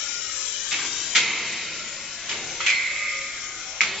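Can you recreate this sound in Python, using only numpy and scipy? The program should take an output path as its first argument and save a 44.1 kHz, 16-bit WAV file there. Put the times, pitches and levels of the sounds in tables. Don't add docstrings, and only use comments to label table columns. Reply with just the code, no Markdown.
import sys
import numpy as np
from scipy import signal
from scipy.fft import rfft, irfft
from scipy.io import wavfile
from scipy.ndimage import uniform_filter1d

SR = 44100
rng = np.random.default_rng(int(sys.argv[2]) if len(sys.argv) > 2 else 0)


def pcm_store(signal):
    levels = np.round(np.clip(np.atleast_2d(signal), -1, 1) * 32767)
    wavfile.write(sys.argv[1], SR, levels.astype(np.int16).T)


N = 176400
TOP_HZ = 7560

GATE_BLOWS = [(0.7178, -22, 0.26, 2.5, 2500, -23, -64, -36, -40.5),
              (1.155, -10.5, 0.091, 4, 2470, -13.5, -25, -24, -36),
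              (2.2927, -23.5, 0.17, 4.5, 2460, -24, -40.5, -34.5, -40),
              (2.6045, -25.5, 0.23, 1, 1295, -20, -32.5, -42, -62.5),
              (2.6635, -16.5, 0.16, 3, 2700, -14.5, -20.5, -29.5, -61.5),
              (3.807, -20, 0.1, 2, 2243, -2, -47, -28, -39)]
# t/s, level/dB, note f/Hz, note level/dB
LATCH_BOUNCES = [(0.7106, -27, 3620, -22), (0.726, -26.5, 2550, -18), (0.74, -25, 2630, -18),
                 (1.151, -15, 1970, -20), (1.162, -9.5, 2060, -18.5), (1.1665, -12, 3340, -8),
                 (1.178, -13, 2140, -13.5), (2.298, -34, 2230, -29), (2.314, -31, 2950, -19.5),
                 (2.329, -27.5, 2210, -21), (2.6082, -29.5, 4220, -25), (2.671, -24.5, 2500, -7.5),
                 (2.683, -19, 2330, -8), (2.691, -23.5, 2440, -8.5), (2.701, -17, 2320, -13),
                 (2.73, -27.5, 2310, -19.5), (2.765, -39, 2260, -21.5), (3.813, -14.5, 2450, -10),
                 (3.815, -20.5, 1280, -15), (3.833, -19.5, 2280, -22)]
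def gate():
    hits, rings = np.zeros((2, 2, N))
    for start, db, t60, tilt_db, note_hz, note_db, bar_db, frame_db, boom_db in GATE_BLOWS:
        peaks_db = 4.5 * np.minimum(drift(N // 2 + 1, size=40), 2)
        add(hits, start, clank(db, note_hz, note_db, t60, tilt_db))
        add(rings, start, bar_ring(bar_db, rise_s=.064))
        add(rings, start, frame_ring(frame_db, boom_db, peaks_db))
    add(rings, 2.8, bar_ring(db=-25.5, rise_s=.25))
    for start, db, note_hz, note_db in LATCH_BOUNCES:
        add(hits, start, clank(db, note_hz, note_db, t60=.049, tilt_db=5.5))
    return hits + hall(hits) + rings * amp([[-.8], [.8]])


# f/Hz, level/dB
CLANK_COLOUR = [(40, -20.5), (400, -25), (1000, -15), (1400, -6), (1800, -5), (2400, 2), (2900, -5),
                (3400, -5), (4000, -10), (7500, -15)]
# f/Hz, likeness (1 = the same)
CLANK_LIKENESS = [(300, 0.85), (2000, 0.83), (5000, 0.12)]
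def clank(db, note_hz, note_db, t60, tilt_db):
    n = 16384
    t = np.arange(n) / SR
    peaks_db = 3 * drift(n // 2 + 1, size=12)
    crack = amp(db - 60 * t / t60) * noise(CLANK_COLOUR, CLANK_LIKENESS, n, tilt_db, peaks_db)
    waver = .4 * np.array([drift(n, size=60), drift(n, size=60)])
    note_t60, attack_s = .024, .0007
    note = amp(note_db - 60 * t / note_t60) * np.sin(2 * np.pi * note_hz * t + waver)
    return np.minimum(t / attack_s, 1) * (crack + note)


# f/Hz, level/dB
BAR_NOTES = [(1893, -14), (2023, -7), (2054, 1), (2085, -4), (2121, 0), (2139, -4), (2162, -4), (2231, -5),
             (2263, -4), (2315, -4), (2394, -6), (2479, -7), (2570, -10), (2621, -10)]
def bar_ring(db, rise_s):
    t = np.arange(2 * SR) / SR
    out, power = np.zeros((2, len(t))), 0
    for hz, note_db in BAR_NOTES:
        t60 = 1.55 * (2285 / hz) ** 1.5
        gain = amp(note_db + 1.8 * rng.standard_normal())
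        ear_phase = 2 * np.pi * rng.random() + .67 * rng.uniform(-1.2, 1, (2, 1))
        waver = .55 * drift(len(t), size=800)
        fade = amp(-60 * np.maximum(t - rise_s, 0) / t60)
        out += gain * fade * np.sin(2 * np.pi * hz * t + ear_phase + waver)
        power += gain ** 2 / 2
    return amp(db) * np.minimum(t / rise_s, 1) * out / np.sqrt(power)


# f/Hz, level/dB
FRAME_COLOUR = [(300, -40), (700, -15.5), (1100, -5.5), (1400, -5), (1850, -4), (2200, 1.5), (2800, -1),
                (3400, -2.5), (4300, -4), (7500, -31)]
# f/Hz, level/dB
BOOM_COLOUR = [(30, -19.5), (90, -9), (140, -1), (225, -0.5), (310, 0.5), (410, 3.5), (600, -3.5), (900, 1),
               (2000, -22)]
# f/Hz, fade/s
FRAME_FADES = [(120, 6.3), (400, 2.4), (1100, 2), (2200, 4.23), (3500, 2.17), (5000, 4.5), (7500, 0.4)]
# f/Hz, likeness
FRAME_LIKENESS = [(130, 1), (500, 1), (2000, 1), (4000, 0.85), (8000, .05)]
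def frame_ring(frame_db, boom_db, peaks_db):
    t = np.arange(N) / SR
    frame_rise_s, boom_rise_s = .0018, .0063
    frame = amp(frame_db) * noise(FRAME_COLOUR, FRAME_LIKENESS, peaks_db=peaks_db)
    boom = amp(boom_db) * noise(BOOM_COLOUR, FRAME_LIKENESS, peaks_db=1.3 * peaks_db)
    frame *= 1 - np.exp(-t / frame_rise_s)
    boom *= 1 - np.exp(-t / boom_rise_s)
    hz, times, bands = signal.stft(frame + boom, SR, nperseg=256)
    fade = amp(-60 * times / value_at(FRAME_FADES, hz)[:, None])
    return signal.istft(bands * fade, SR, nperseg=256)[1][:, :N]


# t/s, length/s, level/dB
BOLT_SCRAPES = [(0.749, .16, -32.5), (2.148, 0.21, -40), (2.641, 0.026, -31)]
def scrapes():
    out = np.zeros((2, N))
    for start, length, db in BOLT_SCRAPES:
        n = round(length * SR)
        grip = np.sin(np.pi * np.arange(n) / n) * amp(2.5 * drift(n, size=300))
        add(out, start, amp(db) * grip * noise(FRAME_COLOUR, FRAME_LIKENESS, n))
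    return out


# t/s, length/s, f/Hz, glide/Hz, wobble/Hz, level/dB
THIN_TONES = [(0, 0.29, 1414, 2, 11, -46), (0.08, 0.33, 1894, -33, 6, -47.5), (0, 0.44, 2136, -2, 7.3, -50),
              (0.092, 0.38, 2880, -28, 8, -47.5), (0.195, 0.28, 4080, 40, 12, -45.5),
              (.4, 0.19, 2160, -38, 8, -56), (.44, 0.23, 3870, -32, 13, -48),
              (0.504, 0.26, 2950, 12, 5.2, -42), (.83, .26, 3720, 100, 16, -40),
              (.88, .34, 3090, 50, 13, -39.5), (.9, .22, 2680, 40, 18, -45), (.94, .2, 4060, 0, 18, -46),
              (.92, .16, 5620, 100, 35, -40), (2.736, 0.057, 4240, -20.5, 34, -34),
              (2.856, 0.53, 1230, -5, 3.7, -43.5), (3.087, 0.75, 1234, -6, 2.5, -47.5),
              (3.101, 0.24, 544, 1, 2, -49), (3.296, 1, 763, 3.5, 3, -53.5),
              (3.87, 0.042, 4290, 0, 15, -38)]
def whistles_and_squeals():
    out = np.zeros((2, N))
    for start, length, hz, glide_hz, wobble_hz, db in THIN_TONES:
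        progress = np.arange(0, length, 1 / SR) / length
        pitch = hz + glide_hz * (progress - .5) + wobble_hz * drift(len(progress), size=120)
        swell = np.sin(np.pi * progress) * (1 + .35 * drift(len(progress), size=500))
        add(out, start, (amp(db) * np.sqrt(2) * swell * tone(pitch))[None])
    return out


def hall(x, db=-2, t60=.3, echoes_per_s=2000):
    t = np.arange(SR // 2) / SR
    echoes = rng.standard_normal((3, len(t))) * (rng.random((3, len(t))) < echoes_per_s / SR)
    echoes *= (t > .004) * amp(-60 * t / t60)
    echoes = echoes[:2] + echoes[2]
    echoes /= np.linalg.norm(echoes, axis=1, keepdims=True)
    return amp(db) * signal.fftconvolve(x, echoes, axes=1)[:, :N]


# f/Hz, level/dB
DRONE_COLOUR = [(25, -4.5), (60, -0.5), (130, -7.5), (300, -8), (430, -5), (520, -3.5), (680, -7),
                (900, -10), (1400, -1.5), (1800, -0.5), (2400, -6.5), (3400, -1.5), (4600, -9.5),
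                (5600, -5.5), (6400, -4.5), (7500, -6)]
# f/Hz, level/dB
MACHINE_WHINES = [(544, -59.5), (1415, -54), (2137, -59.5)]
# f/Hz, likeness
BACKGROUND_LIKENESS = [(130, 1), (1000, 1), (2000, 0.74), (4000, 0), (8000, 0)]
def machines(drone_db=-39, wobble_hz=13.8):
    out = amp(drone_db) * patchy(noise(DRONE_COLOUR, BACKGROUND_LIKENESS), depth_db=5.5)
    for hz, db in MACHINE_WHINES:
        whine = tone(hz + wobble_hz * drift(N, size=300))
        swell = 1 + .5 * drift(N, size=5000)
        out += amp(db) * unit_level(swell * whine)
    return out


# f/Hz, level/dB
HISS_COLOUR = [(1000, -37.5), (1900, -23), (2400, -3.5), (2850, -11.5), (3080, -1), (3400, -7), (3850, -3),
               (4500, -8.5), (5000, -3), (5650, 1), (6400, -1), (7300, 1.5)]
# t/s, level/dB
HISS_LOUDNESS = [(0, -26.5), (1.1, -25), (1.6, -30), (2.099, -32), (2.501, -31.5), (3.299, -32.5), (4, -33)]
def air_jet():
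    level_db = np.interp(np.arange(N) / SR, *np.transpose(HISS_LOUDNESS)) + .5 * drift(N, size=2000)
    hiss = patchy(noise(HISS_COLOUR, BACKGROUND_LIKENESS), depth_db=4)
    return amp(level_db) * amp([[0], [-22.5]]) * hiss


def patchy(x, depth_db):
    hz, _, bands = signal.stft(x, SR, nperseg=2048, noverlap=1536)
    depth_db = depth_db * np.minimum(hz / 600, 1)[:, None]
    swells = rng.standard_normal(bands.shape[1:])
    for _ in range(2):
        swells = uniform_filter1d(uniform_filter1d(swells, size=3, axis=0), size=12, axis=1)
    bands *= amp(depth_db * np.minimum(unit_level(swells), 2))
    return unit_level(signal.istft(bands, nperseg=2048, noverlap=1536)[1][:, :N])


def noise(colour, likeness, n=N, tilt_db=0, peaks_db=0):
    hz = np.fft.rfftfreq(n, 1 / SR)
    left, other = rfft(rng.standard_normal((2, n)))
    alike = np.clip(value_at(likeness, hz), -1, 1)
    right = alike * left + np.sqrt(1 - alike ** 2) * other
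    level_db = value_at(colour, hz) + tilt_db * np.log2(np.maximum(hz, 1000)) + peaks_db
    gain = amp(level_db) * (hz < TOP_HZ + 100)
    return unit_level(irfft(np.array([left, right]) * gain, n))


def tone(hz):
    return np.sin(2 * np.pi * np.cumsum(hz) / SR)


def drift(n, size):
    return unit_level(uniform_filter1d(uniform_filter1d(rng.standard_normal(n), size), size))


def amp(db):
    return 10 ** (np.asarray(db) / 20)


def unit_level(x):
    return x / np.sqrt(np.mean(x ** 2) + 1e-20)


def value_at(table, hz):
    f, value = np.transpose(table)
    return np.interp(np.log(hz + 1), np.log(f + 1), value)


def add(mix, start, sound):
    part = mix[:, max(round(start * SR), 0):][:, :sound.shape[1]]
    part += sound[:, :part.shape[1]]


def scene():
    return gate() + whistles_and_squeals() + scrapes() + machines() + air_jet()


def record(dry, limit_db=-31, cut_share=.11):
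    power_db = 10 * np.log10(signal.lfilter([1 / 900], [1, 1 / 900 - 1], (dry ** 2).mean(0)) + 1e-12)
    fall_db = 10 * np.arange(N) / SR
    peak_db = np.maximum.accumulate(power_db + fall_db) - fall_db
    ducked = dry / amp(cut_share * np.maximum(peak_db - limit_db, 0))
    low_pass = signal.firwin(1023, TOP_HZ, window=("kaiser", 9), fs=SR)
    return signal.oaconvolve(ducked, low_pass[None], "same")


dry = scene()
out = record(dry)
pcm_store(out)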